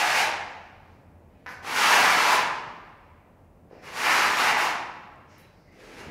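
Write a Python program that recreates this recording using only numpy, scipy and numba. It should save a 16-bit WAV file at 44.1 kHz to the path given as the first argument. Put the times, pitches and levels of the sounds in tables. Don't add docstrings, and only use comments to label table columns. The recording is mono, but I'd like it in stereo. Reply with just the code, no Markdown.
import sys
import numpy as np
from scipy import signal
from scipy.fft import rfft, irfft
from scipy.io import wavfile
from scipy.ndimage import uniform_filter1d
from numba import njit

SR = 44100
rng = np.random.default_rng(int(sys.argv[2]) if len(sys.argv) > 2 else 0)


def to_wav(s):
    ch = np.atleast_2d(s).T
    pcm = np.round(np.clip(ch, -1, 1) * 32767)
    wavfile.write(sys.argv[1], SR, pcm.astype(np.int16))


N = 269010
LEAD = SR

GRAINS_PER_S, GRAIN_SPREAD_DB = 12000, 1.5
FULL_DB = -22
PUSH_TRIM_DB = -5.5
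MORTAR_PER_DB, GRIT_PER_DB = 0.4758, 0.0617
LIFT_S, LIFT_DB = 0.032, -8
LAND_S, LAND_DB = 0.056, -5
HUMP_WIDTH_HZ, HUMP_WANDER = 379, .04
HUMP_FLICKER_DB, GRIT_FLICKER_DB = 1.5, 1.2
THRUM_DB = -31
TAP_HALL_DB = 3.5
BRUSH_TAPER = .6
MOVE_S = .03
HALL_DB, HALL_GAP_S, HALL_RISE_S = 4, 0.00075, 0.0082
BEYOND_DB, BEYOND_LONGER = -16.5, 1.894
SITE_DB, WORK_DB = -59, -68.5
HUM_HZ, HUM_WIDTH_HZ = 84.9, 13
HISS_DB, TOP_HZ = -78, 15700


def trowel():
    # (time [s], blade level before the trim [dB])
    strokes = [
        [(-0.2, -37), (0.0, -23.5), (0.054, -26.5), (0.13, -25.5), (0.186, -21), (0.244, -32), (0.3, -40)],
        [(1.625, -45), (1.667, -34.5), (1.76, -24.5), (1.83, -21.5), (1.955, -19), (2.03, -20.5), (2.101, -24),
         (2.219, -25), (2.351, -21.5), (2.375, -30.5), (2.44, -35)],
        [(3.82, -50), (3.86, -42), (3.914, -44.5), (3.98, -30), (4.05, -22), (4.17, -22), (4.226, -24),
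         (4.348, -31.5), (4.386, -21.5), (4.5, -23.5), (4.55, -30.5)],
        [(4.55, -38), (4.57, -25), (4.656, -29.5), (4.722, -40.5), (4.73, -45)],
        [(5.72, -61), (5.77, -62), (5.804, -53.5), (5.846, -52), (5.9, -51), (5.972, -48), (6.0, -43),
         (6.05, -49.5), (6.1, -55)],
    ]
    # (grit treble re blade [dB], mortar drag re blade [dB], blade hump [Hz],
    # hump re blade at start [dB], hump re blade at end [dB], fine dust re blade [dB])
    stroke_colour = [(-4.5, -18, 900, -7, 5, -22), (-5.5, -14, 950, 1.5, 1.5, -20),
                     (-6.5, -15.5, 955, -1, -1.5, -21), (-4.5, -15, 960, 0.5, 2.5, -19),
                     (-6.5, -12, 900, -1.5, -1.5, -26)]
    # (frequency [Hz], level [dB per Hz])
    blade_spectrum = [(590, -19), (1000, 3), (1100, 4.5), (1290, 4.5), (2150, 2), (2790, -2.5), (3200, -13),
                      (5440, -22.5), (7000, -46), (9100, -69.5), (15400, -120)]
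    # (frequency [Hz], level [dB per Hz])
    grit_spectrum = [(3000, -3), (3400, 0), (4500, -1.5), (6300, -3.5), (8000, -8.5), (10000, -10.5),
                     (13000, -19)]
    # (frequency [Hz], level [dB per Hz])
    dust_spectrum = [(9500, -7.5), (11000, -0.5), (13000, -3.5), (15700, -8)]
    # (frequency [Hz], level [dB per Hz])
    mortar_spectrum = [(90, -18.5), (180, -5.5), (300, -2), (500, 2), (800, -14)]

    size = N + LEAD
    t = (np.arange(size) - LEAD) / SR
    touch, lift_db = contact(t, strokes)
    blade_db = np.interp(t, *np.concatenate(strokes).T)
    light_db = FULL_DB - blade_db

    ends = [rows[-1][0] for rows in strokes]
    push = np.minimum(np.searchsorted(ends, t), len(strokes) - 1)
    grit_db, mortar_db, hump_hz, start_db, end_db, dust_db = np.array(stroke_colour)[push].T
    start, end = np.array([(rows[0][0], rows[-1][0]) for rows in strokes])[push].T
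    progress = np.clip((t - start) / (end - start), 0, 1)
    hump_db = start_db + (end_db - start_db) * progress

    grit_db = grit_db + GRIT_PER_DB * light_db + lift_db + GRIT_FLICKER_DB * walk(15, size)
    hump_hz = hump_hz * (1 + HUMP_WANDER * walk(20, size))
    hump_db = hump_db + HUMP_FLICKER_DB * walk(20, size)

    sand = grains(size) * undb(1.0 * walk(60, size))
    hump = svf(svf(sand, hump_hz, 1. * HUMP_WIDTH_HZ), hump_hz, 2. * HUMP_WIDTH_HZ)
    blade = level(colour(sand, blade_spectrum), 0) + level(hump, hump_db)
    grit = level(colour(sand, grit_spectrum), grit_db)
    dust = level(colour(grains(size), dust_spectrum), dust_db + lift_db)
    drag = colour(rng.standard_normal(size), mortar_spectrum)
    mortar = level(drag, mortar_db + MORTAR_PER_DB * light_db)
    thrum = level(band(rng.standard_normal(size), 170, 180), THRUM_DB)
    return touch * undb(blade_db + PUSH_TRIM_DB) * (blade + grit + dust + mortar + thrum)


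def contact(t, strokes):
    touch, lift_db = np.zeros(len(t)), np.zeros(len(t))
    for rows in strokes:
        start, end = rows[0][0], rows[-1][0]
        touch[(t <= end) & ((t > start) | (start <= 0))] = 1
        lift_db += LIFT_DB * np.clip(1 - np.abs(t - end) / LIFT_S, 0, 1)
        if start > 0:
            lift_db += LAND_DB * np.clip(1 - np.abs(t - start) / LAND_S, 0, 1)
    return uniform_filter1d(touch, 440), lift_db


def grains(size):
    hit = rng.random(size) < GRAINS_PER_S / SR
    return hit * rng.choice([-1., 1.], size) * undb(GRAIN_SPREAD_DB * rng.exponential(size=size))


def tap(db, tilt_db):
    # (centre [Hz], width [Hz], level [dB])
    modes = [(400, 430, -16.5), (930, 500, -7), (1557, 720, -1.5), (2180, 1100, -8), (3600, 1700, -18),
             (5300, 2200, -13.5), (10900, 4500, -23)]
    ring = 0
    for k, (hz, width, mode_db) in enumerate(modes):
        tilted_db = db + mode_db + tilt_db * np.log2(hz / modes[2][0])
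        ring = ring + (-1) ** k * crack(hz, width, tilted_db)
    return ring


def ticks():
    # (time [s], peak level [dB], centre [Hz], width [Hz], hall share [dB])
    knock_rows = [(1.648, -28.5, 1000, 600, 3), (3.711, -38.5, 434, 300, 0.5), (3.731, -38, 490, 400, -5),
                  (3.753, -41, 550, 400, -1), (5.160, -60, 7500, 2500, -8), (5.383, -43, 12100, 12000, 7)]
    # (time [s], level before the mode levels [dB], tilt [dB per octave])
    tap_rows = [(1.462, -31, -2), (1.466, -28, 0.5), (1.478, -37.5, 0.5), (1.491, -38.5, 6)]
    near, far = np.zeros(N + LEAD), np.zeros(N + LEAD)
    blows = [(s, crack(hz, width, db), hall_db) for s, db, hz, width, hall_db in knock_rows]
    blows += [(s, tap(db, tilt_db), TAP_HALL_DB) for s, db, tilt_db in tap_rows]
    for s, blow, hall_db in blows:
        i = LEAD + int(s * SR)
        near[i:i + len(blow)] += blow
        far[i:i + len(blow)] += blow * undb(hall_db)
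    return near, far


def crack(hz, width, db):
    impulse = signal.unit_impulse(4000) + 1e-18
    ring = band(band(impulse, hz, width), hz, 2 * width)
    return ring * undb(db) / np.abs(ring).max()


def brushes():
    # (start [s], length [s], level before the taper [dB], centre [Hz], width [Hz])
    swishes = [(0.798, 0.2, -79.5, 4440, 3000), (1.257, 0.32, -74.5, 2110, 1190),
               (1.474, 0.088, -61.5, 5200, 3500), (1.478, 0.069, -67.5, 11540, 3990),
               (3.002, 0.29, -76, 2140, 723), (3.677, 0.18, -65, 1880, 900), (3.674, 0.25, -74, 5000, 1500),
               (3.696, 0.086, -56, 480, 402), (5.262, 0.17, -69, 5400, 2000),
               (5.248, 0.25, -64.5, 2040, 1180), (5.362, 0.11, -73.5, 3970, 121),
               (5.397, 0.53, -77.5, 4900, 1500), (5.62, .23, -68, 2050, 250)]
    out = np.zeros(N + LEAD)
    for s, length, db, hz, width in swishes:
        noise = rng.standard_normal(SR // 2)[:int(length * SR)]
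        swish = level(band(noise, hz, width), db) * signal.windows.tukey(len(noise), BRUSH_TAPER)
        i = LEAD + int(s * SR)
        out[i:i + len(noise)] += swish
    return out


def hall(x, count=5):
    turn, out = np.arange(len(x)) / (SR * MOVE_S), 0
    for k, pattern in enumerate(echoes(count)):
        away = np.abs((turn - k + count / 2) % count - count / 2)
        sent = x * np.cos(np.pi / 2 * np.minimum(away, 1))
        out = out + signal.fftconvolve(sent, pattern)[:len(x)]
    return out


def echoes(count):
    t = np.arange(3 * SR // 2) / SR
    swell = np.clip((t - HALL_GAP_S) / HALL_RISE_S, 0, 1)
    spectrum, hz = rfft(rng.standard_normal((count, len(t)))), np.fft.rfftfreq(len(t), 1 / SR)
    out = 0
    for step in range(18):
        centre = 50 * 2 ** (step / 2)
        share = np.clip(1 - 2 * np.abs(np.log2((hz + 1) / centre)), 0, 1)
        decay = fade(t, centre, 0.88) + undb(BEYOND_DB) * fade(t, centre, BEYOND_LONGER)
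        out = out + irfft(spectrum * share) * decay
    return out * swell * undb(HALL_DB) / np.sqrt(SR / np.log(1e6))


def fade(t, hz, longer):
    # (frequency [Hz], time to fall 60 dB [s])
    hall_t60 = [(125, 1.52), (500, 1.125), (1000, 1.035), (2000, 0.89), (4000, 0.7), (8000, 0.48),
                (15000, 0.2)]
    return 1000 ** (-t / (longer * along(hz, hall_t60)))


def site():
    # (frequency [Hz], level [dB per Hz])
    site_spectrum = [(25, -16.5), (40, 10), (60, -5), (130, -7.5), (250, -27), (350, -11.5), (600, -3.5),
                     (1200, -25), (2500, -27.5), (3500, -40), (6000, -50), (10000, -63.5)]
    # (time [s], hum level [dB], rumble level [dB])
    swells = [(0.0, -66, -51), (0.6, -56, -56.5), (1.6, -54.5, -52.5), (1.9, -65, -57), (2.6, -63, -50.5),
              (3.0, -59, -58), (3.9, -58.5, -54), (4.8, -63, -54.5), (5.7, -59.5, -55.5),
              (5.92, -63.5, -60.5), (6.1, -48, -40.5)]
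    s, *columns = np.transpose(swells)
    hum_db, rumble_db = (np.interp(np.arange(N) / SR, s, c) for c in columns)
    bed = level(colour(rng.standard_normal(N), site_spectrum), SITE_DB)
    hum = level(band(rng.standard_normal(N), HUM_HZ, HUM_WIDTH_HZ), hum_db)
    rumble = level(band(rng.standard_normal(N), 140, 180), rumble_db)
    work = level(band(rng.standard_normal(N), 850, 390), WORK_DB)
    return bed + hum + rumble + work


def undb(db):
    return 10 ** (np.asarray(db) / 20)


def level(x, db):
    return x * undb(db) / np.sqrt(np.mean(x ** 2))


def along(hz, table):
    f, v = np.transpose(table)
    return np.interp(np.log(np.maximum(hz, 1)), np.log(f), v)


def colour(x, table):
    hz = np.arange(8193) * SR / 16384
    (low_hz, low_db), (high_hz, high_db) = table[0], table[-1]
    table = [(1, -90), (low_hz / 2, low_db - 30), *table, (high_hz * 2, high_db - 30)]
    cep = irfft(np.log(undb(along(hz, table))))
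    cep[1:8192] *= 2
    cep[8193:] = 0
    return signal.fftconvolve(x, irfft(np.exp(rfft(cep))))[:len(x)]


@njit
def svf(x, hz, width):
    y, b, l = np.empty(len(x)), 0., 0.
    for i in range(len(x)):
        g, k = np.tan(np.pi * hz[i] / SR), width / hz[i]
        v = (b + g * (x[i] - l)) / (1 + g * (g + k))
        b, l, y[i] = 2 * v - b, l + 2 * g * v, k * v
    return y


def band(x, hz, width):
    centre = np.full(len(x), min(hz, .45 * SR))
    return svf(svf(x, centre, 1. * width), centre, 2. * width)


def walk(rate, size):
    k = int(SR / rate)
    return uniform_filter1d(np.repeat(rng.standard_normal(size // k + 1), k), k)[:size]


def scene():
    drag = trowel() + brushes()
    near, far = ticks()
    mono = (drag + near + hall(drag + far))[LEAD:] + site()
    return np.array([mono, mono])


def record(dry):
    # (frequency [Hz], gain [dB])
    microphone = [(20, -3.5), (2700, 0), (3400, -2.5), (4300, -1), (6300, -1), (8700, -2.5), (10500, 0),
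                  (15700, 1.5)]
    mono = colour(dry[0], microphone) + level(rng.standard_normal(N), HISS_DB)
    top_cut = signal.ellip(14, .3, 80, TOP_HZ, fs=SR, output="sos")
    return signal.sosfilt(top_cut, np.array([mono, mono]))


dry = scene()
out = record(dry)
to_wav(out)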